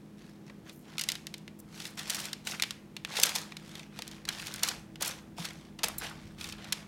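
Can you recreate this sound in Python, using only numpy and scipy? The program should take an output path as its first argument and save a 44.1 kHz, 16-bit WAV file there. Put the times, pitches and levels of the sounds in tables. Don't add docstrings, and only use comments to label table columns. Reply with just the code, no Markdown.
import sys
import numpy as np
from scipy import signal
from scipy.fft import rfft, irfft
from scipy.io import wavfile
from scipy.ndimage import uniform_filter1d

SR = 44100
rng = np.random.default_rng(int(sys.argv[2]) if len(sys.argv) > 2 else 0)


def pcm_store(signal):
    levels = np.round(np.clip(np.atleast_2d(signal), -1, 1) * 32767)
    wavfile.write(sys.argv[1], SR, levels.astype(np.int16).T)


N = 303099
TIME = np.arange(N) / SR
PIVOT_HZ = 3500


# t/s, relative level/dB,
# length/s, brightness/(dB per octave)
CREASE_SNAPS = [(0.498, -52.5, 0.0047, -5.5), (0.6948, -49, 0.0037, 0.5), (0.9823, -35, 0.0012, 0.5),
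                (0.9931, -34, 0.0055, 3), (1.012, -36, 0.00063, 4), (1.0164, -36.5, .0004, 4),
                (1.0379, -37.5, 0.001, 4), (1.088, -28.5, .003, 2.5), (1.101, -38.5, 0.0007, 1),
                (1.119, -35, 0.00034, 4.5), (1.1541, -41, 0.0011, 0.5), (1.269, -41, 0.00023, 3),
                (1.341, -41, 0.00078, 1), (1.381, -56.5, .0006, 7), (1.479, -48.5, 0.00026, -2),
                (1.59, -49.5, 0.018, 17.5), (1.8018, -44, 0.0016, 1), (1.8536, -41, 0.0013, 1.5),
                (1.994, -42, 0.0025, 1.5), (2.098, -30, 0.0084, 5), (2.146, -35, .013, 5.5),
                (2.2022, -41, 0.0033, 6), (2.255, -41.5, 0.0012, 5), (2.331, -36, 0.0012, 2),
                (2.4716, -36, 0.00093, -1), (2.5196, -41, .003, -0.5), (2.5414, -42, 0.0096, -2.5),
                (2.598, -35.5, 0.0021, -1.5), (2.6228, -27, 0.0024, 2), (2.6362, -32.5, 0.00056, -1),
                (2.708, -37, 0.00061, 1.5), (2.9664, -41, 0.0007, 0), (3.049, -36, 0.00053, -1),
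                (3.168, -31.5, 0.0091, 0.5), (3.199, -31, .003, 5.5), (3.231, -33, .0015, 7),
                (3.2343, -19, 0.0023, 6), (3.2579, -34.5, .002, 10), (3.2672, -34.5, .003, 2.5),
                (3.293, -37.5, 0.0019, 4), (3.353, -30, 0.011, 4.5), (3.5209, -45.5, 0.0024, -3.5),
                (3.5685, -43.5, 0.0009, 1), (3.754, -45.5, 0.0014, 0), (3.795, -47.5, 0.00052, -0.5),
                (3.99, -42, 0.001, 1.5), (4.0216, -40.5, 0.00073, 1.5), (4.0786, -46, 0.00061, 6.5),
                (4.1135, -50, 0.000994, 2.5), (4.2531, -45, 0.00078, 1), (4.2888, -30.5, .003, 1.5),
                (4.3973, -42.5, 0.0041, -1.5), (4.47, -41.5, 0.0019, 4), (4.54, -41, 0.0021, 6.5),
                (4.56, -45.5, 0.0018, 5), (4.6333, -25.5, 0.0046, 5), (4.6768, -44, 0.0038, 6),
                (4.687, -31, 0.0019, 4), (4.9577, -49.5, 0.00093, -0.5), (5.022, -30.5, .009, 7),
                (5.0586, -39, .004, 13), (5.074, -35.5, 0.011, 13), (5.452, -37, 0.0039, 2),
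                (5.507, -48, 0.0018, -1.5), (5.7898, -46.5, 0.0077, 0.5), (5.8336, -29.5, 0.0053, 3),
                (5.8413, -28.5, .005, 4.5), (5.8843, -37, 0.00085, 13), (5.983, -32, .004, 21.5),
                (6.411, -42, 0.0033, 0.5), (6.4427, -40.5, 0.0026, 1.5), (6.524, -43, 0.0025, 0.5),
                (6.724, -28, 0.0062, 3)]
def creases():
    out = np.zeros((2, N))
    for start, *shape in CREASE_SNAPS:
        for mix, sound in zip(out, snap(*shape)):
            add(mix, start, sound)
    return out


# f/Hz, level/dB
SNAP_TONE = [(150, -37), (400, -7), (750, -6), (1200, -4), (2000, 4), (3800, 4), (5500, -1.36),
             (12000, -11), (15500, -22)]
def snap(db, length, tilt, ring_db=3, ring_hz=3300, flutter_db=-16, slips_db=-6):
    t, hz = np.arange(2048) / SR, np.fft.rfftfreq(2048, 1 / SR)
    place, size = rng.random(48), rng.standard_normal(48)
    slip_samples = np.minimum(place * length * SR, len(t) - 1).astype(int)
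    strength = amp(slips_db) * size * abs(size) * (1 - place / 2) * np.sqrt(length / 0.026)
    slips = np.zeros(len(t))
    np.add.at(slips, slip_samples, strength)
    slips[0] += 1
    sheet = amp(flutter_db) * dying(rng.standard_normal(len(t)), [(2500, 0.027), (11000, 0.012)], 64)
    sheet[0] += 1
    shake = signal.fftconvolve(slips, sheet)[:len(t)]
    shake_db = 10 * np.log10(uniform_filter1d(abs(rfft(shake)) ** 2, size=60))
    octaves_off = np.log2((hz + 1) / ring_hz) - np.tanh(tilt / 3)
    patch_db = ring_db * np.exp(-(2 * octaves_off) ** 2)
    tone_db = look_up(SNAP_TONE, hz) + tilt * np.log2(np.maximum(hz, 500) / PIVOT_HZ) + patch_db
    direct = signal.fftconvolve(shake, click_with_tone(tone_db - shake_db))[:len(t)]
    to_room = click_with_tone(tone_db)
    return [amp(db) * x / np.sqrt(np.sum(x ** 2) / (SR / 100)) for x in (direct, to_room)]


# f/Hz, level/dB
RUSTLE_TONE = [(70, -32.5), (450, -5.5), (800, 0.5), (1200, -2.5), (1800, 0), (3500, -0.5), (5500, -3),
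               (12000, -13.5), (15500, -20.5)]
def rustle(grains_per_s=1400, spread_db=5.5, grain_fade_s=0.014, band_octaves=1.4, bend_db=1.84):
    push_times, level_db, tilt = pushes()
    catches = rng.random(N) < grains_per_s / SR
    clicks = catches * amp(spread_db * np.minimum(rng.exponential(1, N), 4))
    octaves = np.log2(np.arange(1, 258) * SR / 512 / np.geomspace(300, 18000, 20)[:, None])
    patches = irfft(rfft(rng.standard_normal((20, 512))) * np.exp(-(octaves / band_octaves) ** 2))
    patches *= amp(-60 * TIME[:512] / grain_fade_s)
    which = rng.integers(0, len(patches), N)
    grains = sum(signal.oaconvolve(clicks * (which == k), ring)[:N] for k, ring in enumerate(patches))
    friction = with_tone(unit(grains) + rng.standard_normal(N), RUSTLE_TONE)
    hz, t, bands = signal.stft(friction, SR, nperseg=256)
    slope = amp(np.log2(np.maximum(hz, 1000) / PIVOT_HZ)[:, None] * np.interp(t, push_times, tilt))
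    power = amp(look_up(RUSTLE_TONE, hz))[:, None] ** 2
    slope /= np.sqrt((power * slope ** 2).sum(0) / power.sum())
    bending = uniform_filter1d(rng.standard_normal(bands.shape), size=3, axis=0)
    bending = unit(uniform_filter1d(bending, size=20, axis=1))
    friction = signal.istft(bands * slope * amp(bend_db * bending), SR, nperseg=256)[1][:N]
    return unit(friction) * amp(np.interp(TIME, push_times, level_db))


# t/s, rise/s, hold/s, relative level/dB, brightness/(dB per octave)
PUSHES = [(0.16, 0.024, 0.12, -62.5, -1), (0.443, 0.023, 0.016, -60.5, -3), (0.619, 0.057, 0.022, -56, -2),
          (0.694, 0.033, 0.051, -61.5, 23), (0.797, 0.096, 0.25, -54.5, -2.5), (1.62, .19, 0.068, -47, 1.1),
          (1.966, 0.0089, 0.032, -42, 0.5), (2.01, 0.093, 0.15, -40, 0.5), (2.432, .04, 0.051, -40.5, 1.5),
          (2.567, 0.0433, 0.079, -57, 1), (3.023, 0.16, .11, -35.5, -0.4), (3.33, 0.02, 0.019, -36, 0.5),
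          (3.39, 0.36, 0.052, -50.5, -1), (3.874, 0.081, 0.23, -54.5, -2), (4.266, 0.012, 0.32, -45, -0.8),
          (4.62, 0.011, 0.059, -36.5, 0), (4.998, .012, .07, -36.5, 0), (5.351, 0.037, 0.077, -42.5, -0.5),
          (5.511, 0.032, .13, -60.5, -1.5), (5.784, 0.0054, 0.0091, -48, -5),
          (5.831, 0.0054, 0.024, -37.5, -2.5), (5.959, 0.077, 0.015, -37.5, -1.2),
          (6.104, 0.017, 0.2, -58.5, -2), (6.36, 0.041, 0.1, -46.5, 0), (6.552, 0.035, 0.22, -50.5, -3.5)]
def pushes(resting_db=-71, resting_tilt=-4, slacken_db_per_s=6.5, settle_db_per_s=164, dulling=0.12):
    t = TIME[::64]
    power = np.full(len(t), amp(resting_db) ** 2)
    tilt = power * resting_tilt
    for start, rise, hold, db, brightness in PUSHES:
        held = t - start - rise
        fade_db = slacken_db_per_s * np.clip(held, 0, hold) + settle_db_per_s * np.maximum(held - hold, 0)
        effort_db = 20 * np.log10(swell(t - start, rise)) - fade_db
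        push = amp(db + effort_db) ** 2
        power += push
        tilt += push * (brightness + dulling * effort_db)
    return t, 10 * np.log10(power), tilt / power


def crackle(pops_per_s=90, crackle_db=-9, spread_db=3.0, pop_s=0.00057):
    out = np.zeros(N)
    for start, rise, hold, db, brightness in PUSHES:
        pops = rng.random((48, 3))
        for place, size, colour in pops[:round(pops_per_s * (rise + hold))]:
            age = place * (rise + hold)
            push_db = db + 20 * np.log10(swell(age, rise))
            pop_db = push_db + crackle_db + spread_db * min(-np.log(size), 2)
            tilt = brightness + 1.8 + 3 * (2 * colour - 1)
            add(out, start + age, snap(pop_db, pop_s, tilt)[0])
    return out


# t/s, level/dB
KNOCK_HITS = [(3.357, -33.5), (3.99, -37), (4.634, -33), (5.383, -34.5), (5.838, -27)]
# f/Hz, relative level/dB, time to fade by 60 dB/s
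TRAY_NOTES = [(485, -12.5, 0.14), (720, 6.5, 0.023), (883, 12, 0.016), (1258, 0, 0.023)]
# t/s, f/Hz, level/dB, time to fade by 60 dB/s
SET_DOWN_THUD = (5.395, 168, -31, .13)
def knocks(rise_s=0.0027):
    out, t = np.zeros(N), TIME[:SR // 4]
    soft_start = 1 - np.exp(-t / rise_s)
    ring = ringing(TRAY_NOTES, t)
    for start, db in KNOCK_HITS:
        add(out, start, amp(db) * soft_start * ring)
    start, *note = SET_DOWN_THUD
    add(out, start, soft_start * ringing([note], t))
    return out


# f/Hz, level/dB, time to fade by 60 dB/s
CLINK_NOTES = [(4050, -42.5, .07), (7530, -43, 0.11), (10600, -37, 0.072), (13650, -41, 0.073)]
def clink(start_s=5.983):
    return ringing(CLINK_NOTES, np.maximum(TIME - start_s, 0))


# t/s, level/dB
RUMBLE_LEVELS = [(3.6, -90.5), (4.2, -60.5), (5.1, -64), (5.75, -63), (5.95, -55.5), (6.55, -55),
                 (6.65, -64)]
# f/Hz, level/dB
RUMBLE_TONE = [(14, -34), (35, 4.5), (110, 3.5), (250, -23), (1000, -71)]
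def hand_rumble():
    level_db = np.interp(TIME, *np.transpose(RUMBLE_LEVELS))
    return with_tone(rng.standard_normal(N), RUMBLE_TONE) * amp(level_db)


# f/Hz, level/dB
AIR_TONE = [(14, -38.5), (50, -6), (95, -7), (180, 1.5), (225, -3.5), (420, -8), (560, -14), (900, -19.5),
            (1600, -25.5), (2400, -28.5), (15500, -40.5)]
# f/Hz, starting level/dB, growth as the microphone moves/(dB per s)
HUM_NOTES = [(119.4, -71.5, 0), (155, -58.5, 0), (171.6, -66, 0), (206.4, -56.5, 0), (242.2, -64.5, 0),
             (324, -63, 0.5)]
def appliance(air_db=-54.5, waver_hz=0.4, throb_db=1.07):
    out = amp(air_db) * with_tone(rng.standard_normal(N), AIR_TONE)
    for hz, db, growth in HUM_NOTES:
        turns = np.cumsum(hz + waver_hz * drift(2.7)) / SR
        level_db = db + growth * TIME + throb_db * drift(2.9)
        out += amp(level_db) * np.sqrt(2) * np.sin(2 * np.pi * turns)
    return out


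# f/Hz, time to fade by 60 dB/s
ECHO_TIMES = [(1500, 0.63), (4000, 0.34), (12000, 0.46)]
def kitchen_echo(x, absorb_hz=9000):
    t = TIME[:SR // 2]
    tail = dying(rng.standard_normal(len(t)) * (t > 0.005), ECHO_TIMES, 256)
    tail = signal.lfilter(*signal.butter(1, absorb_hz, fs=SR), tail)
    return signal.oaconvolve(x, tail / np.linalg.norm(tail))[:N]


def amp(db):
    return 10 ** (np.asarray(db) / 20)


def unit(x):
    return x / np.sqrt(np.mean(x ** 2) + 1e-20)


def look_up(table, hz):
    f, value = np.transpose(table)
    return np.interp(np.log(hz + 1), np.log(f + 1), value)


def add(mix, start, sound):
    part = mix[max(round(start * SR), 0):][:len(sound)]
    part += sound[:len(part)]


def with_tone(x, table):
    gain = amp(look_up(table, np.fft.rfftfreq(len(x), 1 / SR)))
    return unit(irfft(rfft(x) * gain, len(x)))


def click_with_tone(gain_db):
    cepstrum = irfft(np.log(amp(gain_db)))
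    half = len(cepstrum) // 2
    cepstrum[1:half] *= 2
    cepstrum[half + 1:] = 0
    return irfft(np.exp(rfft(cepstrum)))


def dying(x, fade_times, window):
    hz, t, bands = signal.stft(x, SR, nperseg=window)
    fade = amp(-60 * t / look_up(fade_times, hz)[:, None])
    return signal.istft(bands * fade, SR, nperseg=window)[1][:len(x)]


def ringing(notes, t):
    return sum(amp(db - 60 * t / fade_s) * np.sin(2 * np.pi * hz * t) for hz, db, fade_s in notes)


def swell(age, rise):
    return np.clip(age / rise, 1e-4, 1) ** 2


def drift(rate_hz):
    hz = np.fft.rfftfreq(N, 1 / SR)
    return unit(irfft(rfft(rng.standard_normal(N)) / (1 + (hz / rate_hz) ** 4), N))


def scene(snap_db=2.0, rustle_db=-1.0, snap_echo_db=-16.5, rustle_echo_db=-18):
    snaps, snaps_to_room = amp(snap_db) * creases()
    sliding = amp(rustle_db) * rustle() + crackle()
    echo = kitchen_echo(amp(snap_echo_db) * snaps_to_room + amp(rustle_echo_db) * sliding)
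    return (snaps + sliding + knocks() + clink() + echo + appliance() + hand_rumble())[None]


def record(dry):
    low_pass = signal.firwin(255, 16100, window=("kaiser", 9), fs=SR)
    return signal.oaconvolve(dry, low_pass[None], "same")


dry = scene()
out = record(dry)
pcm_store(out)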